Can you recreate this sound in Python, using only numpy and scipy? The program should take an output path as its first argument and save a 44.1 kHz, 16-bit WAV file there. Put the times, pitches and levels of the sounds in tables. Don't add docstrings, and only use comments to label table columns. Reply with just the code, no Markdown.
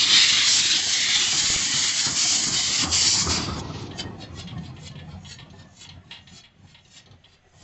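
import sys
import numpy as np
from scipy import signal
from scipy.fft import rfft, irfft, next_fast_len
from scipy.io import wavfile
from scipy.ndimage import uniform_filter1d, map_coordinates

SR = 44100
rng = np.random.default_rng(int(sys.argv[2]) if len(sys.argv) > 2 else 0)


def log_audio(samples):
    frames = np.atleast_2d(samples).T
    limited = np.clip(frames, -1, 1)
    pcm = np.round(limited * 32767).astype(np.int16)
    wavfile.write(sys.argv[1], SR, pcm)


N = 336483
TIME = np.arange(N) / SR

# f/Hz, level/dB
THIN_STEAM = [(1500, -40), (4000, -21), (5200, 4), (6000, 4.5), (6800, 0), (7500, -20), (8200, -14)]
WET_STEAM = [(400, -8), (900, -3.5), (1400, -4), (2000, 1.5), (2500, 4.5), (3000, 6), (4500, 7), (5400, -3),
             (8000, -57)]
# f/Hz, level/dB, t60/s (time to fade by 60 dB if left to ring)
PLATE_NOTES = [(380.3, 4, 0.13), (503, -1, 0.19), (610, 1.5, 0.1), (700.7, 2.5, 0.16), (795.5, 2.5, 0.16),
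               (927, -7, 0.19), (1071, -1.5, 0.19), (1274, -5, 0.11), (1845, 1, 0.25), (2070, -13.5, 0.063),
               (2600, -9, .06)]


def drain_jets(sputter_db=0.3, flutter_db=1.0, surge_db=0.9, shut_at_s=3.57, shut_fade_s=0.021):
    # t/s, hiss/dB, roar/dB
    levels = [(0, -23.5, -22.5), (.14, -20.5, -18), (.42, -26, -20), (.52, -16, -23), (.75, -22, -20.5),
              (.87, -24, -25.5), (1.2, -23.5, -22), (1.5, -20.5, -26), (2.07, -22.5, -26), (2.3, -18, -28),
              (2.8, -22, -26), (2.96, -18.5, -27), (3.36, -25, -28.5), (3.51, -51, -43)]
    # f/Hz, level/dB
    hiss_tone = [(500, -40.5), (1500, -15.5), (3000, -32), (3900, -13), (4500, 0), (5200, 0), (6000, -0.5),
                 (6900, 2.5), (7500, 2.5), (8100, -4)]
    roar_tone = [(300, -20.5), (700, -24.5), (1300, -7), (1700, -3), (2100, 1.5), (2550, 0), (2900, 2),
                 (3550, 3.5), (3950, 1.5), (4500, 2.5), (6000, -5.5), (8000, -22.5)]
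    # t/s, strongest f/Hz, lift/dB
    beam = [(0, 3610, 7), (.45, 3760, 5.5), (.95, 3840, 4.5), (1.65, 3790, 4), (2.3, 4390, 1.5),
            (3.1, 4540, 5), (3.4, 4730, 4)]
    # t/s, dip of the hiss/dB
    turns = [(0.635, 1.5), (0.96, -0.5), (1.08, 0.5), (1.69, 1.5), (2.127, 5.5), (2.5, 2), (2.887, 11.5),
             (3.266, 7)]
    hiss_db, roar_db = follow(levels)
    dip_db = sum(depth * np.exp(-((TIME - s) / .034) ** 4) for s, depth in turns)
    hiss = turbulence(hiss_tone, patchy_db=2.0, hump=beam, octaves=0.31, patch_bins=10)
    roar = turbulence(roar_tone, patchy_db=3.0, hump=beam, octaves=0.19, patch_bins=6)
    jet = amp(hiss_db - dip_db) * hiss + amp(roar_db - 1.34 * dip_db) * roar
    jet *= amp(sputter_db * wander(N, 1500) + flutter_db * wander(N, 50) + surge_db * wander(N, 14))
    return jet * np.exp(-np.maximum(TIME - shut_at_s, 0) / shut_fade_s)


def wheels(rumble_gain_db=-3, rail_gain_db=-2, chatter_db=-5, lumpy_db=2.15, hollow_hz=310):
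    # t/s, rumble/dB, wheel on rail/dB
    levels = [(0, -42, -40.5), (.95, -50, -44.5), (1.35, -43, -39), (1.9, -47.5, -42), (2.7, -43, -39.5),
              (3.1, -38, -38.5), (3.38, -32, -34), (3.8, -33, -45.5), (4.25, -37, -45), (5.1, -39.5, -51.5),
              (5.8, -48, -56.5), (6.55, -57, -67), (7.45, -62.5, -66)]
    # f/Hz, level/dB
    rumble_tone = [(20, -29.5), (40, -21), (62, -7), (82, 2), (115, 0.5), (165, 0.5), (230, -10.5),
                   (320, -23.5), (500, -30), (1000, -50.5)]
    rail_tone = [(100, -14), (280, 9), (400, -3.5), (540, -0.5), (760, 0), (1100, -7), (1500, -9.5),
                 (2000, -11.5), (3500, -18), (5000, -23.5), (8000, -39.5)]
    # t/s, f/Hz, lift/dB
    passing = [(0, 1300, -6.5), (2.8, 1304, 5), (3.8, 976, 13.5), (4.3, 767, -3.5), (6.0, 723, 1.5),
               (7.5, 589, 5)]
    # t/s, level against the rumble/dB
    hollow = [(3.9, -2.5), (4.5, -12.5), (5.2, -32)]
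    # t/s, lift of the rumble/dB
    thuds = [(1.55, 3), (1.76, 4.5), (2.51, 3.5), (3.28, 4), (4.07, 4.5), (4.58, 6), (5.11, 7), (5.43, 5),
             (5.57, 1.5), (5.94, 9.5), (6.14, 4), (6.35, 12.5), (6.641, 12), (6.8, 2.5), (6.93, 7.5),
             (7.12, 17.5), (7.62, 18)]
    rumble_db, rail_db = follow(levels)
    thud_db = sum(lift * np.exp(-((TIME - s) / 0.06) ** 2) for s, lift in thuds)
    rumble = noise(N, rumble_tone)
    rumble += amp(follow(hollow)[0]) * pitched_noise(np.full(N, hollow_hz), width_hz=240)
    rumble *= amp(rumble_db + rumble_gain_db + thud_db)
    rush = amp(rail_gain_db) * turbulence(rail_tone, 3.5, hump=passing, octaves=0.52, patch_bins=3)
    rush += amp(chatter_db) * chatter()
    rush *= amp(rail_db + 0.42 * thud_db)
    return (rumble + rush) * amp(lumpy_db * wander(N, per_s=55))


def exhaust(rise_s=0.0038, fall_s=0.063):
    # t/s, level/dB
    beats = [(.1, -45.5), (0.371, -40.5), (.57, -36), (0.731, -45), (1.03, -47.5), (1.329, -34),
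             (1.74, -34.5), (2.07, -28.5), (2.47, -31), (2.829, -25.5), (3.268, -27), (4.038, -44)]
    # f/Hz, level/dB
    tone = [(40, -31.5), (85, -4), (160, -2.5), (320, -4), (520, -11), (760, -17.5), (1300, -10),
            (1900, -19.5), (5000, -41.5)]
    blast = sum(amp(db) * swell(TIME - s, rise_s, fall_s, roundness=0) for s, db in beats)
    return blast * noise(N, tone)


def gland(gain_db=-0.5, sputter_db=2, slack_hz=5900, tight_hz=7300):
    out, t = np.zeros(N), np.arange(-SR // 2, SR // 2) / SR
    for s, hiss_db, spit_db, rise, fall in strokes():
        thin, wet = noise(len(t), THIN_STEAM), noise(len(t), WET_STEAM)
        pressure = swell(t, rise, fall)
        whistle = pitched_noise(slack_hz + (tight_hz - slack_hz) * np.sqrt(pressure), width_hz=1400)
        hiss = amp(hiss_db) * pressure * (thin * np.sqrt(pressure) + whistle) / np.sqrt(2)
        spit = amp(spit_db) * swell(t, 0.6 * rise, 1.08 * fall) * wet
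        puff = (hiss + spit) * amp(gain_db + sputter_db * wander(len(t), per_s=490))
        add(out, s + t[0], near_echoes(puff, strength=0.39, spread_s=.004))
    return out


def strokes(return_share=.56, return_stretch=1.14):
    # peak t/s, hiss/dB, spit/dB
    peaks = [(3.595, -35.5, -39.5), (4, -35.5, -29), (4.401, -43.5, -37.5), (4.865, -48, -42),
             (5.321, -45, -41.5), (5.829, -47, -45), (6.378, -49, -46), (6.983, -52, -47),
             (7.62, -57, -55.5)]
    # t/s, rise/s, fall/s
    shapes = [(3.6, 0.015, 0.012), (4.2, 0.021, 0.018), (4.6, 0.042, 0.027), (7.0, 0.074, 0.021)]
    forward = [(s, hiss, spit, 1) for s, hiss, spit in peaks]
    back = [(s + return_share * (after[0] - s), hiss - 16, spit - 11, return_stretch)
            for (s, hiss, spit), after in zip(peaks, peaks[1:])]
    when, rise, fall = np.transpose(shapes)
    return [(s, hiss, spit, stretch * np.interp(s, when, rise), stretch * np.interp(s, when, fall))
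            for s, hiss, spit, stretch in forward + back]


def rods(knock_db=-8, ring_db=-9, clack_s=0.024, rattle_db=2.5, vary_db=2.0, cushion_s=0.0032):
    # t/s, level/dB
    knocks = [(3.907, -36), (4.4703, -31.5), (4.63, -48), (4.763, -44), (4.9533, -40.5), (4.988, -39),
              (5.2462, -36.5), (5.3844, -34.5), (5.8462, -38), (5.8922, -38.5), (6.109, -27.5),
              (6.152, -34), (6.2706, -40.5), (6.4344, -41), (6.6717, -52.5), (6.7435, -39), (6.96, -43.5),
              (7.2378, -44.5)]
    # f/Hz, width/Hz, level/dB
    rattle_bands = [(904, 470, -8.5), (1360, 270, -34), (2070, 650, -4), (2880, 510, 1.5), (3320, 250, 2.5),
                    (3950, 610, -2), (5170, 670, -18), (7400, 990, -23)]
    # f/Hz, level/dB, t60/s
    notes = [(937, -5.5, 0.26), (1362, -19.5, .31), (1880, -9, 0.31), (2090, -7.5, .31), (2830, -4, 0.25),
             (3320, 1.5, 0.21), (3370, -3.5, 0.3)]
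    out, t = np.zeros(N), np.arange(16384) / SR
    hz = np.fft.rfftfreq(len(t), 1 / SR)
    bands = np.array([amp(db) / (1 + (2 * (hz - f) / width) ** 2) for f, width, db in rattle_bands])
    onset = 1 - np.exp(-(t / cushion_s) ** 2)
    shape = onset * (fade(t, t60=0.2) + amp(-1) * np.exp(-t / clack_s))
    for s, db in knocks:
        body = amp(vary_db * rng.standard_normal(len(bands))) @ bands
        rattle = unit(irfft(rfft(rng.standard_normal(len(t))) * body))
        rattle *= amp(knock_db + rattle_db * wander(len(t), per_s=127)) * shape / shape.max()
        ring = amp(ring_db) * onset * ringing(notes, t, vary_db)
        add(out, s - .001, near_echoes(amp(db) * (rattle + ring), strength=0.13, spread_s=0.0065))
    return out


def frames(half_cycles=2.9):
    # t/s, level/dB, f/Hz
    hums = [(2.905, -25.5, 79.2), (3.295, -24, 79.3), (3.53, -26, 77.7), (4.062, -35, 290),
            (4.472, -28, 172.5), (4.599, -24, 170.4), (4.712, -29.5, 129), (5.96, -44, 88)]
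    return sum(amp(db) * np.exp(-((TIME - s) * hz / half_cycles) ** 2) * sine(hz, TIME)
               for s, db, hz in hums)


def valve_gear(gain_db=-4, rise_s=0.00083, snap_s=0.007, tail_db=-9, tail_s=0.036):
    # t/s, level/dB
    clicks = [(4.4747, -39), (4.5785, -44.5), (4.9132, -47), (5.501, -47.5), (5.8897, -37), (6.849, -49),
              (7.059, -46.5), (7.1112, -48)]
    # f/Hz, level/dB
    tone = [(800, -17), (2000, -9), (3200, 10), (4300, 7.5), (5200, -7), (6300, 1), (8000, -27.5)]
    out, t = np.zeros(N), np.arange(4096) / SR
    shape = np.minimum(t / rise_s, 1) * (np.exp(-t / snap_s) + amp(tail_db) * np.exp(-t / tail_s))
    for s, db in clicks:
        click = amp(db + gain_db) * shape * noise(len(t), tone)
        add(out, s, near_echoes(click, strength=0.3, spread_s=0.0058))
    return out


def clanks(rise_s=.004, damp_s=.04):
    # t/s, level/dB
    jolts = [(3.268, -29), (4.597, -46), (4.775, -40), (5.075, -44), (6.125, -50.5), (6.95, -58),
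             (7.07, -47), (7.125, -52), (7.538, -48.5)]
    out, t = np.zeros(N), np.arange(SR // 4) / SR
    shape = (1 - np.exp(-t / rise_s)) * np.exp(-t / damp_s)
    for s, db in jolts:
        add(out, s, amp(db) * shape * ringing(PLATE_NOTES, t))
    return out


def chatter(per_s=9, uneven_db=8, detune=0.0692, rise_s=0.005):
    out, t = np.zeros(N), np.arange(SR // 4) / SR
    for hz, db, t60 in PLATE_NOTES:
        shape = (1 - np.exp(-t / rise_s)) * fade(t, t60)
        for when, force, size, phase in rng.random((200, 4))[:round(per_s * N / SR)]:
            part_hz = hz * (1 + detune * (2 * size - 1))
            ring = shape * np.sin(2 * np.pi * (part_hz * t + phase))
            add(out, when * N / SR, amp(db + uneven_db * force) * ring)
    return unit(out)


def dribble(thin_db=-52, wet_db=-45, peak_s=3.786, sputter_db=2):
    steam = amp(thin_db) * noise(N, THIN_STEAM) + amp(wet_db) * noise(N, WET_STEAM)
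    shape = swell(TIME - peak_s, rise_s=0.15, fall_s=0.091)
    return steam * shape * amp(sputter_db * wander(N, per_s=54))


def bumps(snap_s=0.00012, fade_s=0.0033):
    # t/s, level/dB
    pops = [(1.443, -28.5), (1.503, -22), (1.563, -21)]
    return sum(-amp(db) * np.tanh((TIME - s) / snap_s) * np.exp(-abs(TIME - s) / fade_s)
               for s, db in pops)


def ground(x):
    # t/s, delay/ms, strength (0-1)
    path = [(0, 1, 0.35), (1.5, 0.94, 0.41), (3.0, 0.99, 0.44), (3.4, 0.78, 0.37), (3.9, 0.93, 0.07),
            (7.63, 0.7, 0.14)]
    # f/Hz, level/dB
    stones = [(500, 1.5), (2600, -7.5), (3700, -9), (4700, -17), (8000, -21.5)]
    delay_ms, strength = follow(path)
    echo = map_coordinates(colour(x, stones), [np.arange(N) - delay_ms * SR / 1000], order=3)
    return (x + strength * echo) / np.sqrt(1 + strength ** 2 / 2)


def near_echoes(x, strength, spread_s):
    out = x.copy()
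    for place, sign in rng.random((5, 2)):
        add(out, spread_s * (.15 + place), np.sign(sign - .5) * strength * out)
    return out * np.std(x) / np.std(out)


def station(x, t60=0.25, first_s=0.019):
    t = np.arange(SR // 2) / SR
    echoes = rng.standard_normal(len(t)) * (rng.random(len(t)) < .05) * (t > first_s) * fade(t, t60)
    tail = signal.fftconvolve(x, echoes / np.linalg.norm(echoes))[:N]
    return colour(tail, [(500, 8), (3000, 1.5), (8000, -26.5)])


def open_air(level_db=-63):
    # f/Hz, level/dB
    tone = [(20, 0.5), (45, 8), (100, 1.5), (200, -12.5), (350, -17.5), (600, -7.5), (900, -14.5),
            (2000, -9), (3600, -14), (5000, -25), (8000, -32.5)]
    return amp(level_db) * turbulence(tone, patchy_db=2.0)


def turbulence(tone, patchy_db, hump=((0, 1000, 0),), octaves=.25, patch_bins=8):
    hz, t = np.fft.rfftfreq(1024, 1 / SR), np.arange(N // 256 + 5) * 256 / SR
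    real, imag, swirls = rng.standard_normal((3, len(t), len(hz)))
    swirls = unit(uniform_filter1d(uniform_filter1d(swirls, 24, axis=0), patch_bins, axis=1))
    centre_hz, lift_db = (column[:, None] for column in follow(hump, t))
    hump_db = lift_db * np.exp(-(np.log2((hz + 1) / centre_hz) / octaves) ** 2)
    spectra = (real + 1j * imag) * amp(level_at(tone, hz) + patchy_db * swirls + hump_db)
    return unit(signal.istft(spectra.T, nperseg=1024, noverlap=768)[1][:N])


def pitched_noise(hz, width_hz):
    turn, r = np.exp(2j * np.pi * np.cumsum(hz) / SR), np.exp(-np.pi * width_hz / SR)
    band = signal.lfilter([(1 - r) ** 2], [1, -2 * r, r * r], rng.standard_normal(len(hz)) / turn)
    return unit((turn * band).real)


def ringing(notes, t, vary_db=0):
    ring = sum(amp(db + vary_db * rng.standard_normal()) * fade(t, t60) * sine(hz, t)
               for hz, db, t60 in notes)
    return ring / np.linalg.norm([amp(db) for hz, db, t60 in notes])


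def swell(t, rise_s, fall_s, roundness=0.17):
    return np.exp(roundness - np.hypot(np.maximum(-t / rise_s, t / fall_s), roundness))


def wander(size, per_s):
    knots = rng.standard_normal(4096)
    return unit(np.interp(np.arange(size) * per_s / SR % 4095, np.arange(4096), knots))


def noise(size, tone):
    return unit(colour(rng.standard_normal(size), tone))


def colour(x, tone):
    size = next_fast_len(len(x), True)
    return irfft(rfft(x, size) * amp(level_at(tone, np.fft.rfftfreq(size, 1 / SR))), size)[:len(x)]


def level_at(tone, hz):
    f, db = np.transpose(tone)
    return np.interp(np.log(hz + 1), np.log(f + 1), db)


def follow(rows, t=TIME):
    s, *columns = np.transpose(rows)
    return [np.interp(t, s, column) for column in columns]


def add(mix, s, sound):
    start = round(s * SR)
    part = mix[max(start, 0):max(start + len(sound), 0)]
    part += sound[max(-start, 0):][:len(part)]


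def sine(hz, t):
    return np.sin(2 * np.pi * (hz * t + rng.random()))


def fade(t, t60):
    return np.exp(-np.log(1000) * t / t60)


def amp(db):
    return 10 ** (np.asarray(db) / 20)


def unit(x):
    return x / np.sqrt(np.mean(x ** 2) + 1e-20)


def scene(echo_db=-17):
    engine = ground(drain_jets() + wheels() + exhaust())
    engine += dribble() + gland() + rods() + valve_gear() + frames() + clanks()
    mono = engine + open_air() + amp(echo_db) * station(engine) + bumps()
    return np.array([mono, mono])


def record(dry):
    # f/Hz, level/dB
    microphone = [(20, -4), (7500, 1), (7750, -1.5), (8000, -11), (8300, -15), (8600, -41)]
    heard = np.array([colour(channel, microphone) for channel in dry])
    treble_cut = signal.firwin(511, 8650, window=("kaiser", 9), fs=SR)
    return signal.oaconvolve(heard, treble_cut[None], "same")


dry = scene()
out = record(dry)
log_audio(out)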